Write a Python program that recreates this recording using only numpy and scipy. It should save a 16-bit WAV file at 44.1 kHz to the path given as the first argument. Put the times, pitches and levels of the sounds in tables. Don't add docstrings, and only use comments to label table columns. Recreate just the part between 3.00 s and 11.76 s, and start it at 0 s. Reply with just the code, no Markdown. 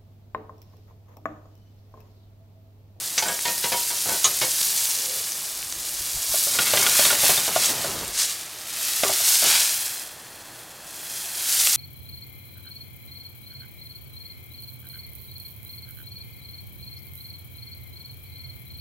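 import sys
import numpy as np
from scipy import signal
from scipy.fft import rfft, irfft
from scipy.io import wavfile
from scipy.ndimage import map_coordinates

SR = 44100
rng = np.random.default_rng(int(sys.argv[2]) if len(sys.argv) > 2 else 0)


def file_out(sig):
    cols = np.atleast_2d(sig).T
    lim = np.clip(cols, -1, 1)
    pcm = np.round(lim * 32767).astype(np.int16)
    wavfile.write(sys.argv[1], SR, pcm)


N = 386316
T = np.arange(N) / SR

# f/Hz, relative level/dB, t60/s
PAN_MODES = [(389.3, -8, 0.28), (440, -17, .08), (584, -4, 0.089), (649, -1.5, 0.057), (740, -8, 0.14),
             (882, -1.5, 0.071), (1054, -2, 0.1), (1178, 0.5, 0.11), (1432, 3.5, 0.075), (1520, -21, .1),
             (2207, -1.5, 0.11), (2200, -11, .08), (2800, -21, 0.083), (3620, 0, 0.064)]


def sizzle():
    # f/Hz, relative level/dB
    fizz_shape = [(1200, -31.5), (2500, -11.5), (3600, -3.5), (5000, 1), (7000, 1.5), (9000, 0),
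                  (11500, -10), (16000, -23)]
    spray_shape = [(5000, -23), (8000, -2.5), (10500, 3), (13000, 1.5), (16000, -4)]
    wet_shape = [(60, -30), (250, -16.5), (480, -13), (680, -7), (1100, -3), (1700, 1), (2300, 2.5),
                 (3200, 3), (4500, 2.5), (8000, -15)]
    fizz_db, spray_db, wet_db = frying_levels()
    sputter_db = 0.29 * walk(11) + 0.69 * walk(45) + 0.45 * walk(260)
    fizz = colour(bursts(per_s=5000, spread_db=3.5, steam_db=0), fizz_shape)
    fizz *= undb(fizz_db - 0.14 + 0.5 * walk(90))
    spray = colour(bursts(per_s=9000, spread_db=4, steam_db=0), spray_shape)
    spray *= undb(spray_db + 0.5 * walk(110))
    wet = colour(bursts(per_s=4000, spread_db=3, steam_db=-2.5), wet_shape) * undb(wet_db)
    direct = (fizz + spray + wet) * undb(sputter_db)
    lag_s = 0.001485 + 0.000306 * walk(1.2)
    echo = map_coordinates(direct, [(T - lag_s) * SR], order=3)
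    return direct + undb(-13) * signal.lfilter(*signal.butter(1, 6000, fs=SR), echo)


def frying_levels():
    # t/s, level/dB
    frying = [(0.0, -32.5), (1.08, -27.5), (1.93, -27.5), (2.69, -34.5), (3.88, -22.5), (4.44, -27.5),
              (5.03, -36), (5.33, -34), (5.49, -43.4), (5.63, -40), (5.84, -28), (6.12, -25.5),
              (6.66, -23.5), (7.0, -35.5), (7.15, -48), (7.82, -48), (8.13, -35), (8.33, -35.5),
              (8.54, -22.5), (8.76, -21.0)]
    # t/s, hold/s, fizz level/dB, spray re fizz/dB, wet frying re fizz/dB
    surges = [(0.42, 0.34, -39, 5, -7), (1.368, 0.39, -28.5, 0, -11), (3.235, 0.12, -27.5, 1.5, -13),
              (3.895, 0.098, -21.8, -1, -5), (4.158, 0.065, -21, 1, -5), (4.548, 0.025, -20.5, -6, -7),
              (4.757, 0.092, -34.5, -4, -6), (5.122, 0.01, -20.5, -10, -9.5), (6.178, 0.11, -21, -2, -12),
              (6.381, 0.14, -22.5, -6.5, -2.5)]
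    usual_db, wet_follows = -30, 0.7
    steady_db = np.interp(T, *np.transpose(frying))
    juice_db = 7 * swell(3.5, hold_s=0, attack_s=0.1, release_s=6.8)
    steady_wet_db = usual_db - 10 + wet_follows * (steady_db - usual_db) + juice_db
    power = undb([steady_db, steady_db - 1, steady_wet_db]) ** 2
    for s, hold_s, db, spray_db, wet_db in surges:
        surge = swell(s, hold_s, attack_s=0.087, release_s=0.063)
        power += np.outer(undb([db, db + spray_db, db + wet_db]), surge) ** 2
    return 10 * np.log10(power)


def bursts(per_s, spread_db, steam_db):
    sizes = undb(spread_db * np.minimum(rng.exponential(size=N), 6))
    clicks = (rng.random(N) < per_s / SR) * sizes * rng.choice([-1, 1], N)
    return unit(clicks) + undb(steam_db) * rng.standard_normal(N)


def turn_away(hiss):
    # f/Hz, relative level/dB
    ripple = [(1400, -0.5), (1750, 1.5), (2000, 0.5), (2450, -1.5), (2650, 1), (2900, -2), (3270, 2.5),
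              (3680, -3), (4150, 1), (4700, -1), (7000, 0.5), (10000, 1.5)]
    away = swell(6.65, hold_s=1.56, attack_s=0.17, release_s=0.17)
    return (1 - away) * hiss + away * np.std(hiss) * colour(hiss, ripple)


def spits(decay_s=0.00062):
    # t/s, level/dB, f/Hz
    droplets = [(.391, -19.5, 2230), (.58, -18, 4970), (1.614, -16, 3800), (2.3205, -16, 6000),
                (2.628, -24.5, 4020), (2.7252, -19, 6050), (2.892, -22, 9000), (3.3564, -10.5, 11200),
                (4.186, -18, 7000), (5.0797, -19, 9000)]
    out, t = np.zeros(N), T[:512]
    for s, db, hz in droplets:
        band = [(hz / 40, -40), (hz / 10, -20), (hz / 2, -4), (hz, 0), (hz * 2, -8)]
        snap = 1.1 * colour(rng.standard_normal(len(t)), band)
        tone = 1.4 * np.sin(2 * np.pi * hz * t)
        add(out, s, undb(db) * np.exp(-t / decay_s) * (tone + snap))
    return out


def skillet():
    # f/Hz, relative level/dB, t60/s
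    modes = [(194.3, -15.5, .25), (395, -8, 0.22), (516, -1, 0.2), (638, -5, 0.13), (705, -0.5, 0.18),
             (877, -3, 0.1), (953, 0, 0.29), (1500, -0.5, 0.14), (1650, -12, 0.24), (1854, -8.5, 0.44),
             (2206, -2, 0.2), (2312, -22, 0.27), (2640, -4, 0.093), (3120, -6, 0.4), (3380, -4, .16),
             (4100, -22, 0.89), (4960, -12, 0.16)]
    # t/s, ring/dB, favoured f/Hz, thud/dB, clash/dB, rattle/s (levels relative)
    hits = [(.178, -29, 2300, -42, -18, .008), (.224, -21.5, 840, -38, -21, .005),
            (.256, -26.5, 1480, -25.5, -39, .003), (.286, -24.5, 1610, -28, -40, 0.033),
            (.453, -28, 950, -33, -20.5, .006), (.457, -29, 1870, -44, -33, .008),
            (.479, -31, 199, -30, -21, .02), (.64, -27.5, 990, -27, -20, 0.012),
            (.72, -23, 752, -26.5, -21, 0.011), (.724, -26, 4900, -46, -36, .006),
            (.742, -24, 953, -34, -36, 0.011), (.904, -36, 1010, -33, -28, .007),
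            (1.058, -36, 700, -30.5, -40, 0.023), (1.09, -26.5, 800, -29, -43, .025),
            (1.118, -30, 1450, -28.5, -42, 0.027), (1.415, -27, 2200, -23.5, -17, .012),
            (1.428, -29, 527, -35, -26, 0.01)]
    return undb(-3.5) * impacts(hits, modes, focus_db=18, focus_octaves=0.099, top_hz=4640,
                                thud_t60=0.25, clash_t60=0.11, rattle_db=-10.5)


def pan():
    # t/s, ring/dB, favoured f/Hz, thud/dB, clash/dB, rattle/s (levels relative)
    hits = [(3.164, -38.5, 750, -54, -55, .003), (3.314, -40, 1000, -52, -48, .002),
            (3.341, -24, 647, -52, -52, .002), (3.47, -27.5, 563, -54, -42, .007),
            (3.588, -19.5, 1380, -25.5, -14, .006), (3.736, -16, 580, -22.5, -19, .005),
            (3.772, -23, 3500, -29, -15, 0.0098), (3.797, -27, 1450, -28, -33, .02),
            (3.844, -33, 1200, -29, -25, .003), (3.864, -19.5, 1460, -30, -14, .005),
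            (3.994, -18, 576, -32, -20, 0.0066), (4.051, -18, 3500, -28, -15.5, .008),
            (4.104, -18, 1470, -29, -18, .008), (4.124, -24, 594, -24.5, -28, 0.022),
            (4.232, -22.5, 590, -25, -35, .005), (4.294, -15, 710, -24.5, -20, .003),
            (4.375, -17.5, 3400, -32, -32, .02), (4.478, -26, 740, -26.5, -40, .014),
            (4.561, -13.5, 680, -29, -23, .003), (4.844, -20, 600, -30, -40, .004),
            (6.0345, -15, 654, -24.5, -17, .003), (6.05, -29.5, 390, -40, -42, 0.011),
            (6.06, -28, 1110, -41, -40, .01), (6.094, -19.5, 644, -29.5, -42, .002),
            (6.203, -35, 714, -40, -40, .003), (6.424, -26, 650, -32, -46, .003),
            (6.444, -27, 726, -28.5, -24, .009), (6.473, -34, 680, -32, -26, 0.018)]
    return undb(-2) * impacts(hits, PAN_MODES, focus_db=17, focus_octaves=0.31, top_hz=3400,
                              thud_t60=0.23, clash_t60=0.047, rattle_db=-15.5)


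def grate():
    # f/Hz, relative level/dB, t60/s
    modes = [(1073, -5, 0.065), (1204, -8.5, 0.14), (1260, -6, 0.18), (2440, -22, 0.081), (2960, 2, 0.063),
             (3080, -2, 0.19), (3580, 0, 0.074), (3340, 3, 0.091), (3780, 0, 0.11), (3840, -5, 0.18),
             (3920, -1, 0.22), (4760, -8, 0.18), (5930, -1, 0.19), (5980, -4, 0.21), (6300, -13, .09),
             (6500, -4.5, 0.099), (6730, -2, 0.084), (7070, -11, .09), (7540, 3.5, 0.056), (8300, 3, .07),
             (9200, 2, .13)]
    # t/s, ring/dB, favoured f/Hz, thud/dB, clash/dB, rattle/s
    hits = [(.179, -23, 5970, -34.5, -16.5, .006), (.2825, -22, 7700, -58, -33, .001),
            (1.243, -12.5, 6660, -37, -19, .002), (1.248, -16, 6500, -52, -21.5, .004),
            (1.251, -18, 1117, -31.5, -37, 0.021)]
    return impacts(hits, modes, focus_db=17.5, focus_octaves=0.12, top_hz=7500,
                   thud_t60=0.38, clash_t60=0.11, rattle_db=-17)


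def impacts(hits, modes, focus_db, focus_octaves, top_hz, thud_t60, clash_t60, rattle_db):
    # f/Hz, relative level/dB
    stove_shape = [(40, -54), (95, -0.5), (150, -2.5), (260, -4.5), (400, 0), (700, 3), (1000, -2),
                   (1800, -5), (4000, -17.5)]
    out, t = np.zeros(N), T[:SR // 2]
    hz, mode_db, t60 = np.transpose(modes)
    for s, ring_db, favoured_hz, thud_db, clash_db, rattle_s in hits:
        lags = rattle_s * np.r_[0, np.arange(3) / 2 + rng.uniform(0.25, 0.7, size=3)]
        energy = undb(2 * rattle_db * lags / rattle_s)
        since = t - lags[:, None]

        def fade(t60_s):
            decays = (since >= 0) * np.exp(-2 * np.log(1000) * np.abs(since) / t60_s)
            return np.sqrt(energy @ decays)

        nearness = np.exp(-(np.log2(hz / favoured_hz) / focus_octaves) ** 2)
        gains = undb(mode_db + focus_db * nearness + rng.standard_normal(len(hz)))
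        phases = 2 * np.pi * (hz[:, None] * t + rng.random((len(hz), 1)))
        ring = sum(gain * np.sin(phase) * fade(decay) for gain, phase, decay in zip(gains, phases, t60))
        ring /= np.sqrt(np.sum(gains ** 2) / 2)
        thud = colour(rng.standard_normal(len(t)), stove_shape) * fade(thud_t60)
        clash = overtones(len(t), top_hz) * fade(clash_t60)
        add(out, s, undb(ring_db) * ring + undb(thud_db) * thud + undb(clash_db) * clash)
    return out


def overtones(length, top_hz, count=100):
    # f/Hz, relative level/dB
    clash_shape = [(60, -30), (600, -18), (1400, -2), (2200, 4.5), (3600, 4), (5000, 6.5), (7500, 10),
                   (11000, -14), (16000, -24)]
    lines = np.zeros(length // 2 + 1, complex)
    bins = ((np.arange(count) + rng.random(count)) / count * (len(lines) - 1)).astype(int)
    lines[bins] = rng.uniform(0.19, 1, count) * np.exp(2j * np.pi * rng.random(count))
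    partials = unit(irfft(lines, length))
    metal = colour(partials + 0.5 * rng.standard_normal(length), clash_shape)
    return colour(metal, [(top_hz, 0), (2 * top_hz, -19)])


def scrape(s=3.82, half_length_s=0.35, db=-38, per_s=140):
    t = T[:SR // 4]
    response = sum(undb(mode_db) * hz * np.sin(2 * np.pi * hz * t) * np.exp(-np.log(1000) * t / t60)
                   for hz, mode_db, t60 in PAN_MODES if hz < 2500)
    contacts = (rng.random(N) < per_s / SR) * rng.standard_normal(N)
    shake = np.exp(-((T - s) / half_length_s) ** 4)
    return undb(db) * shake * unit(signal.fftconvolve(contacts, response)[:N])


def spoon(s=8.6725, db=-19, decay_s=0.00033):
    out, t = np.zeros(N), T[:256]
    wood = sum(gain * np.cos(2 * np.pi * hz * t) for hz, gain in [(2700, 1), (4200, 0.57), (1400, 0.24)])
    tick = signal.lfilter(*signal.butter(2, 800, "high", fs=SR), wood * np.exp(-t / decay_s))
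    add(out, s, undb(db) * unit(tick))
    return out


def rubs(width=0.059):
    # centre t/s, half-length/s, f/Hz, level/dB
    slides = [(1.77, 0.27, 910, -52.5), (2.11, 0.092, 525, -46), (2.09, 0.16, 436, -53),
              (3.945, 0.098, 1204, -39)]
    out = np.zeros(N)
    for s, half_length_s, hz, db in slides:
        band = [(hz / 10, -70), (hz / 2, -40), (hz * (1 - width), -12), (hz, 0),
                (hz * (1 + width), -12), (hz * 2, -40), (hz * 10, -70)]
        out += colour(rng.standard_normal(N), band) * undb(db) * np.exp(-((T - s) / half_length_s) ** 2)
    return out


def flames():
    # f/Hz, relative level/dB
    roar_shape = [(25, -39), (60, -6), (130, 5.5), (240, 2), (420, 4.5), (700, 4), (1300, -0.5),
                  (3000, -17)]
    # t/s, hold/s, level/dB
    flares = [(3.466, 1.54, -41.5), (4.643, 0.14, -35.5)]
    roar = colour(bursts(per_s=1500, spread_db=2, steam_db=3), roar_shape)
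    power = sum((undb(db) * swell(s, hold_s, attack_s=0.078, release_s=0.11)) ** 2
                for s, hold_s, db in flares)
    return roar * np.sqrt(power) * undb(2 * walk(30))


def air(rush_db=-46):
    # f/Hz, relative level/dB
    rush_shape = [(20, -15), (50, -4), (125, 2), (230, -4.5), (330, 0.5), (440, -2.5), (650, 1.5),
                  (1100, -2.5), (1400, -2.5), (1700, -2.5), (2500, -12.5), (8000, -12), (16000, -18)]
    # centre t/s, level/dB, half-length/s
    bumps = [(2.8, -55, 0.34), (3.01, -50, 0.027), (3.166, -41, 0.027), (3.309, -41, 0.018),
             (5.03, -48, 0.12), (8.65, -52, 0.091)]
    rumble_shape = [(15, -16), (40, 1.5), (75, 0.5), (130, -8), (300, -35), (2000, -80)]
    rush = colour(rng.standard_normal(N), rush_shape) * undb(rush_db + 0.089 * walk(6))
    rumble = colour(rng.standard_normal(N), rumble_shape)
    return rush + rumble * sum(undb(db) * np.exp(-((T - s) / half_s) ** 2) for s, db, half_s in bumps)


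def swell(s, hold_s, attack_s, release_s):
    rise = np.clip((T - s) / attack_s, 0, 1)
    return rise * np.exp(-np.maximum(T - s - attack_s - hold_s, 0) / release_s)


def walk(rate):
    return unit(map_coordinates(rng.standard_normal(4096), [T * rate], order=1, mode="wrap"))


def colour(x, points):
    hz, db = np.transpose(points)
    f = np.maximum(np.fft.rfftfreq(len(x), 1 / SR), 1)
    gain = undb(np.interp(np.log(f), np.log(hz), db))
    return unit(irfft(rfft(x) * gain, len(x)))


def undb(db):
    return 10 ** (np.asarray(db) / 20)


def unit(x):
    return x / np.sqrt(np.mean(x ** 2) + 1e-18)


def add(track, s, sound):
    i = max(int(s * SR), 0)
    track[i:i + len(sound)] += sound[:N - i]


def scene():
    clatter = skillet() + pan() + grate() + scrape() + spoon() + rubs()
    mono = turn_away(sizzle()) + spits() + clatter + flames() + air()
    return np.array([mono, mono])


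def record(dry):
    top_hz = 15850
    return signal.sosfilt(signal.ellip(12, 0.1, 80, top_hz, fs=SR, output="sos"), np.tanh(dry))


dry = scene()
out = record(dry)
file_out(out)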